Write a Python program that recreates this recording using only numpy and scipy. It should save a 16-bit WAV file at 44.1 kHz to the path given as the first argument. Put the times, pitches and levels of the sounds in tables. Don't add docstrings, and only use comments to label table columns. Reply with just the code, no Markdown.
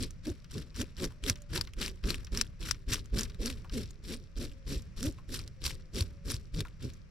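import sys
import numpy as np
from scipy import signal
from scipy.fft import rfft, irfft
from scipy.io import wavfile
from scipy.ndimage import uniform_filter1d

SR = 44100
rng = np.random.default_rng(int(sys.argv[2]) if len(sys.argv) > 2 else 0)


def generate_wav(signal):
    frames = np.transpose(np.atleast_2d(signal))
    scaled = np.clip(frames, -1, 1) * 32767
    pcm = np.round(scaled).astype(np.int16)
    wavfile.write(sys.argv[1], SR, pcm)


N = 313452
TIME = np.arange(N) / SR

# touch_s, build_up_to_crest_s, run_out_to_lift_s,
# rasp_db, push_into_table_db, landing_thud_db
STROKE_ROWS = [(-.018, .056, .04, -42, -39.5, -27), (.244, 0.042, 0.05, -51, -35, -54),
               (.508, 0.07, 0.059, -53, -37.5, -56), (.755, .06, 0.035, -42, -36.5, -46.5),
               (.975, 0.069, .05, -42, -34.5, -48), (1.236, .058, .042, -35, -38, -37.5),
               (1.505, 0.058, 0.073, -38, -39, -36), (1.776, 0.055, 0.095, -38, -41.5, -35.5),
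               (2.045, 0.062, 0.096, -42, -38.5, -25), (2.324, 0.083, 0.029, -43, -43.5, -29.5),
               (2.609, 0.081, 0.052, -46, -49.5, -36.5), (2.88, 0.051, .085, -35, -40.5, -32),
               (3.132, 0.059, 0.094, -37.5, -35.5, -25), (3.4, .08, 0.097, -43, -39, -31.5),
               (3.724, 0.062, 0.083, -43.5, -35.5, -34), (4.041, 0.087, 0.052, -45.5, -41, -47),
               (4.369, .075, .05, -48, -42.5, -33.5), (4.669, 0.069, .065, -46, -38.5, -35),
               (4.973, .1, 0.048, -43, -33.5, -41), (5.295, .043, 0.099, -38.5, -46, -38),
               (5.619, 0.042, 0.1, -36.5, -48, -37), (5.94, 0.049, 0.087, -39, -39, -36.5),
               (6.256, .05, 0.077, -38, -42, -34.5), (6.542, 0.058, .04, -48.5, -36.5, -34.5),
               (6.812, 0.043, 0.048, -55.5, -37.5, -44)]
# frequency_hz, relative_db
RASP_COLOUR = [(1200, -37), (2300, -2.5), (3000, -4), (3700, 1), (4300, 0.5), (5000, 0), (5800, 3.5),
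               (6300, -9), (7300, -3.5), (9000, -8), (12000, -9), (14000, -13), (16000, -36)]


def undb(db):
    return 10 ** (np.asarray(db) / 20)


def along(points, hz):
    f, value = np.transpose(points)
    return np.interp(np.log(np.maximum(hz, 1)), np.log(f), value)


def colour(x, points):
    size = 8192
    gain = undb(along(points, np.fft.rfftfreq(size, 1 / SR)))
    cepstrum = irfft(np.log(gain / np.sqrt(np.mean(gain ** 2))))
    cepstrum[1:size // 2] *= 2
    cepstrum[size // 2 + 1:] = 0
    response = irfft(np.exp(rfft(cepstrum)))
    return signal.fftconvolve(x, response)[:N]


def unit(x):
    return x / np.sqrt(np.mean(x ** 2))


def walk(rate):
    values = rng.standard_normal(N // 8)
    return unit(np.interp(TIME * rate, np.arange(N // 8), values))


def add(out, s, sound):
    start = int(s * SR)
    skip = max(-start, 0)
    part = sound[skip:max(N - start, 0)]
    out[start + skip:start + skip + len(part)] += part


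def swell(times, dbs):
    gain = undb(np.interp(TIME, np.maximum.accumulate(times), dbs))
    return gain * (TIME > times[0]) * (TIME < times[-1])


def even(x, span_s):
    return x / np.sqrt(uniform_filter1d(x ** 2, int(span_s * SR)) + 1e-12)


def crackle(rate, spread_db):
    size = undb(spread_db * np.clip(rng.standard_normal(N), -2, 2))
    happens = rng.random(N) < rate / SR
    return unit(happens * rng.choice([-1, 1], N) * size)


def ragged_ring(hz, width_hz):
    noise = rng.standard_normal((2, len(hz)))
    pole = np.exp(-np.pi * width_hz / SR)
    a, b = signal.lfilter([1], [1, -pole], noise)
    phase = 2 * np.pi * np.cumsum(hz) / SR
    return unit(a * np.cos(phase) + b * np.sin(phase))


def slips(gain, rate, spread_db, low_hz, high_hz, cycles, pan_db=3.0, turn=0.44, brighten=0.42, shared=0.39):
    firmness = gain / gain.max()
    density = rate * firmness ** (1 / 4)
    at = np.flatnonzero(rng.random(N) < density / SR)
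    size, pitch, pan, lag = rng.standard_normal((len(at), 4)).T
    size = unit(undb(spread_db * np.clip(size, -2, 1.6))) * gain[at]
    size *= np.sqrt(SR / density[at])
    lean = shared * walk(250)[at] + brighten * (1 + np.log10(firmness[at]))
    pitch = .5 + .5 * np.tanh(.7 * pitch + lean)
    turns = (low_hz + (high_hz - low_hz) * pitch)[:, None] * np.arange(128) / SR
    flick = turns * np.exp(-turns / cycles)
    out = []
    for side in (1, -1):
        polarity_turns = (lag > 0)[:, None] / 2
        ring = np.sin(2 * np.pi * (turns + polarity_turns) + side * turn * lag[:, None]) * flick
        ring *= (size * undb(side * pan_db * pan / 2) / np.linalg.norm(ring, axis=1))[:, None]
        samples = at[:, None] + np.arange(ring.shape[1])
        out.append(np.bincount(samples.ravel(), ring.ravel(), N)[:N])
    return np.array(out)


def outdoors(air_db=-55.5, side_db=-4):
    # frequency_hz, relative_db
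    air_colour = [(20, -2), (50, -2), (120, -0.5), (170, 1), (250, -17.5), (400, -25.5), (550, -19.5),
                  (800, -34), (1200, -27), (2400, -28.5), (3600, -39), (5800, -32.5), (6600, -41),
                  (9000, -51.5), (13000, -59.5), (16000, -84)]
    # start_s, length_s, starting_pitch_hz (before a slight waver), level_db
    tone_rows = [(0.994, 0.6, 607, -67), (4.197, 0.7, 564, -69), (5.449, 0.49, 537.4, -69.5),
                 (6.006, .45, 573, -69)]
    waver_db, sag_hz_per_s = 1.5, 63
    mid, side = (colour(rng.standard_normal(N), air_colour) * undb(waver_db * walk(3.87)) for _ in range(2))
    for s, length, hz, db in tone_rows:
        age = np.clip(TIME - s, 0, length)
        pitch = (hz - sag_hz_per_s * age) * (1 + 0.0049 * walk(25))
        arch = np.sin(np.pi * age / length) * undb(2.5 * walk(12))
        tone = np.sqrt(2) * arch * np.sin(2 * np.pi * np.cumsum(pitch) / SR)
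        mid = mid + undb(db - air_db) * tone
    return undb(air_db) * (mid + undb(side_db) * side * np.array([[1], [-1]]))


def stroke_gains(sway_ease_db=5, sway_fade_db=12, sway_rise_db=14):
    # time_s, slush_db (added to the slush level)
    wetness = [(0, -3), (.55, 1), (1.8, 4), (3.45, 1), (3.8, -1.5), (7.1, -1)]
    approach_s, return_s = .02, .19
    bite_db, drag_db, drag_fade_db = -56, -66, 24
    shoulder_rise_db = 1.5
    wet_db, wet_share = -54.5, .85
    push_peak_share, jolt_db = 0.8, -15
    push_hold_s, push_sag_db = 0.023, 7.5
    eased_db, eased_fade_db = -60, 19
    rest_sway_db, sway_share = -40.5, 0.21
    rasp, push, sway = np.zeros((3, N))
    for touch, build, run_out, rasp_db, push_db, thud_db in STROKE_ROWS:
        start, crest = touch - approach_s, touch + build
        lift = crest + run_out
        end = lift + return_s
        shoulder_db = (bite_db + rasp_db) / 2 + shoulder_rise_db
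        rasp_swell = swell([start, touch, touch + build / 2, crest, lift, end],
                           [-78, bite_db, shoulder_db, rasp_db, drag_db, drag_db - drag_fade_db])
        push_swell = swell([start, touch, touch + push_peak_share * build, crest + push_hold_s, lift, end],
                           [-76, thud_db + jolt_db, push_db, push_db - push_sag_db,
                            eased_db, eased_db - eased_fade_db])
        rock_db = rest_sway_db + sway_share * (thud_db + 41)
        sway_swell = swell([start, touch, lift, lift + approach_s, end],
                           [-sway_rise_db, 0, 0, -sway_ease_db, -sway_fade_db])
        rasp = np.maximum(rasp, rasp_swell)
        push = np.maximum(push, push_swell)
        sway = np.maximum(sway, undb(rock_db) * sway_swell)
    wet_gain = undb(wet_db + np.interp(TIME, *np.transpose(wetness)))
    slush = wet_gain * (rasp / undb(-45)) ** wet_share
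    return rasp, slush, push, sway


def scraping(rasp, slush, rasp_db=-2, slush_db=-5, catch_db=3.0):
    # frequency_hz, relative_db
    slush_colour = [(400, -1.5), (700, -8.5), (1050, 3), (1700, 7), (2300, 1), (3200, 7), (6000, -35)]
    catches = unit(undb(catch_db * np.clip(walk(150), -2, 1.6)))
    dry_slips = slips(rasp * catches, rate=8000, spread_db=0.5, low_hz=1240, high_hz=13950, cycles=0.33)
    wet_slips = slips(slush * catches, rate=3000, spread_db=5.5, low_hz=445, high_hz=3080, cycles=0.57)
    return np.array([undb(rasp_db) * colour(d, RASP_COLOUR) + undb(slush_db) * colour(w, slush_colour)
                     for d, w in zip(dry_slips, wet_slips)])


def drumming(push, row_hz=165, wander=.3, jitter=.12, rough_db=-5, split_hz=200, upper_db=1, waver_db=2.0):
    # frequency_hz, relative_db
    top_colour = [(50, -6), (100, 5), (150, 1.5), (190, -5.5), (230, 4), (290, -1.5), (325, -4.5),
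                  (350, -2.5), (430, -4.5), (480, -11.5), (540, -10.5), (630, -23), (900, -36), (2000, -63)]
    rows_passed = np.cumsum(row_hz * np.exp(wander * walk(12) + jitter * walk(200))) / SR
    beats = np.diff(np.floor(rows_passed), prepend=0)
    beats = unit(beats - beats.mean()) + undb(rough_db) * crackle(rate=640, spread_db=1.5)
    judder = even(colour(beats, top_colour), 0.032)
    low = signal.sosfiltfilt(signal.butter(2, split_hz, fs=SR, output="sos"), judder)
    upper = undb(upper_db + waver_db * walk(12))
    return push * (low / upper + (judder - low) * upper)


def table(push, sway, drum_db=2, sway_db=-3, thud_db=3.5, cycles=0.69, side_db=-6, drum_side_db=-14):
    # frequency_hz, relative_db
    sway_colour = [(12, -12.5), (25, 10), (40, 4.5), (60, 1.5), (72, 4), (110, -3.5), (135, -8.5),
                   (200, -19), (400, -67)]
    # time_s, level_db (before thud_db),
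    # pitch_hz (before a random 7 % spread)
    bump_rows = [(0.024, -30, 100), (0.313, -34, 83), (.802, -32.5, 79), (1.069, -35.5, 39.7),
                 (1.309, -29, 87.93), (1.589, -33.5, 70), (2.924, -32, 91.4), (4.772, -32, 56),
                 (5.081, -29, 92.2), (5.664, -33.5, 54.09), (6.02, -25, 74.36), (6.345, -31.5, 93.9),
                 (6.616, -33, 74.87)]
    landing_hz, landing_lag_s = 45.4, 0.0081
    mid, side = (undb(sway_db) * sway * even(colour(rng.standard_normal(N), sway_colour), 0.051)
                 for _ in range(2))
    t, thuds = np.arange(-4096, 4096) / SR, np.zeros(N)
    landings = [(touch + landing_lag_s, db, landing_hz) for touch, *_, db in STROKE_ROWS]
    for s, db, hz in landings + bump_rows:
        turns = hz * np.exp(0.07 * rng.standard_normal()) * t
        swing = -np.sin(2 * np.pi * turns) * np.exp(-(turns / cycles) ** 2)
        add(thuds, s + t[0], undb(db) * swing)
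    mid = mid + undb(drum_db) * drumming(push) + undb(thud_db) * thuds
    side = undb(side_db) * side + undb(drum_db + drum_side_db) * drumming(push)
    return mid + side * np.array([[1], [-1]])


def flakes(rasp, flake_db=-7, rate=50, firm_db=-59):
    drag = np.minimum(rasp, undb(firm_db))
    ticks = slips(drag, rate, spread_db=3.5, low_hz=1200, high_hz=7000, cycles=.45)
    return undb(flake_db) * np.array([colour(side, RASP_COLOUR) for side in ticks])


def small_snaps(rasp, count=4, over_db=1, spread_db=3, least_db=-60, reach_s=.16, pitch_hz=4500, pitch_spread=.35):
    touches = np.repeat([row[0] for row in STROKE_ROWS], count)
    s = touches + reach_s * rng.random(len(touches))
    size, pitch = np.clip(rng.standard_normal((len(s), 2)), -2, 2).T
    force = undb(over_db) * np.interp(s, TIME, rasp) + undb(least_db)
    db = 20 * np.log10(force) + spread_db * size
    return list(zip(s, db, pitch_hz * np.exp(pitch_spread * pitch)))


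def snaps(rows, snap_db=8.5, ring_s=0.00039, tick_db=-8, flutter_db=-14.0, flutter_s=0.004, onset_s=0.0012,
          pan_db=4.5):
    lead = 320
    t = np.arange(-lead, 1024) / SR
    after = np.maximum(t, 0)
    flick = (after / ring_s * np.exp(1 - after / ring_s)) ** 2
    shiver = np.exp(-after / flutter_s + np.minimum(t, 0) / onset_s)
    rings, ticks = np.zeros((2, 2, N))
    for s, db, hz in rows:
        tick, common, *own = np.clip(rng.standard_normal((4, len(t))), -2, 2)
        flutters = (np.sqrt(3) * common + np.array(own)) / 2
        pan = pan_db * rng.standard_normal() / 2
        body = flick * np.sin(2 * np.pi * hz * t)
        body += undb(flutter_db) * shiver * ragged_ring(np.full(len(t), hz), 870)
        for ring, noise, flutter, gain in zip(rings, ticks, flutters, undb([db + pan, db - pan])):
            add(ring, s + t[0], gain * body)
            add(noise, s + t[0], gain * (undb(tick_db) * tick * flick + undb(flutter_db - 2.0) * flutter * shiver))
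    # frequency_hz, relative_db
    noise_colour = [(300, -8), (800, -6.5), (1400, 4.5), (2500, 1.5), (5200, 2.5), (8000, 2), (12000, -3.5),
                    (16000, -40.5)]
    return undb(snap_db) * (rings + np.array([colour(noise, noise_colour) for noise in ticks]))


def squelches(fall_s=0.0068, width_hz=2200, tail_db=-9, tail_s=0.011):
    # time_s, level_db (before the colour),
    # pitch_scale_hz (the resonance falls from 1.53 times this towards 0.13 times)
    squelch_rows = [(.444, -54, 5000), (.7445, -53, 4200), (1.357, -48, 5200), (1.673, -48, 3400),
                    (2.039, -45, 3000), (2.269, -49, 4000), (2.745, -51, 3800), (3.252, -48, 4800),
                    (3.2975, -49, 4800), (3.696, -50, 3400)]
    t, out = np.arange(2048) / SR, np.zeros(N)
    smack_s = .002
    fade = np.exp(-t / smack_s) + undb(tail_db) * np.exp(-t / tail_s)
    for s, db, hz in squelch_rows:
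        falling_hz = hz * (0.13 + 1.4 * np.exp(-t / fall_s))
        add(out, s, undb(db) * fade * ragged_ring(falling_hz, width_hz))
    return colour(out, [(400, -29), (1200, 11), (6000, 4.0), (7000, -10), (16000, -4.5)])


def plops(plop_db=1, fade_s=0.014, width_hz=130, tick_db=2, tick_s=0.002):
    # time_s, level_db (before plop_db), pitch_hz
    plop_rows = [(1.105, -56, 1034), (1.577, -46, 980), (3.645, -52.5, 1008), (3.647, -57.5, 1438),
                 (5.185, -55, 1072), (6.651, -50.5, 1145), (6.651, -50.5, 1399)]
    t, out = np.arange(4096) / SR, np.zeros(N)
    for s, db, hz in plop_rows:
        pitch = np.full(len(t), float(hz))
        pocket = ragged_ring(pitch, width_hz) * np.exp(-t / fade_s)
        tick = undb(tick_db) * ragged_ring(1.6 * pitch, 580) * np.exp(-t / tick_s)
        add(out, s, undb(db + plop_db) * (pocket + tick))
    return out


def scene():
    # time_s, level_db (before the snap gain and pan), pitch_hz
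    snap_rows = [(0.1075, -47.5, 6145), (0.8025, -40, 5820), (0.8141, -39, 3032), (1.042, -34, 5230),
                 (1.2391, -37.5, 3158), (1.2984, -22, 5660), (1.42, -51, 6647), (1.577, -30.5, 4080),
                 (1.6117, -29.5, 4970), (1.7358, -48.5, 2791), (1.815, -32, 4148), (1.8618, -34.5, 4810),
                 (1.8797, -34, 2755), (2.1047, -26.5, 4084), (2.144, -36, 2566), (2.2475, -46, 5530),
                 (2.3741, -28, 5410), (2.413, -21.5, 5394), (2.7114, -23.5, 5626), (2.9354, -28.5, 6266),
                 (2.944, -30.5, 5625), (3.058, -54.5, 6700), (3.1876, -32, 5230), (3.194, -30.5, 5370),
                 (3.2095, -31, 6620), (3.2332, -34, 5764), (3.3461, -53, 3730), (3.4592, -31, 5276),
                 (3.5005, -35.5, 2695), (3.9079, -48.5, 6950), (4.1393, -45, 3990), (4.451, -45, 3984),
                 (5.0291, -32, 5737), (5.3917, -39, 4970), (5.4772, -45.5, 4618), (5.6406, -36.5, 5210),
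                 (5.6646, -29, 4384), (5.958, -39.5, 5250), (6.0081, -30, 4510), (6.3188, -37, 10060),
                 (6.3421, -38, 4980), (6.606, -30.5, 3572)]
    air = outdoors()
    rasp, slush, push, sway = stroke_gains()
    spoon = scraping(rasp, slush) + flakes(rasp)
    scales = snaps(snap_rows + small_snaps(rasp))
    wet_skin = squelches() + plops()
    return air + spoon + table(push, sway) + scales + wet_skin


def record(dry):
    # frequency_hz, left_minus_right_db
    port_balance = [(60, -.5), (250, .8), (600, .3), (1300, 2), (2400, 3), (4400, 4), (6000, 0), (8100, -3),
                    (15000, -5)]
    # frequency_hz, left_lead_rad
    port_phase = [(50, 0), (600, -.3), (3400, -.55), (4800, -.15), (5500, -.3), (6200, -1.6), (6900, -.6),
                  (8300, -.4), (9700, .5), (11000, 0), (16000, 0)]
    top_hz = 16200
    hz = np.fft.rfftfreq(N, 1 / SR)
    left = undb(along(port_balance, hz) / 2) * np.exp(1j * along(port_phase, hz) / 2)
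    ports = irfft(rfft(dry) * np.array([left, 1 / left]), N)
    return signal.sosfilt(signal.ellip(8, .2, 70, top_hz, fs=SR, output="sos"), ports)


dry = scene()
out = record(dry)
generate_wav(out)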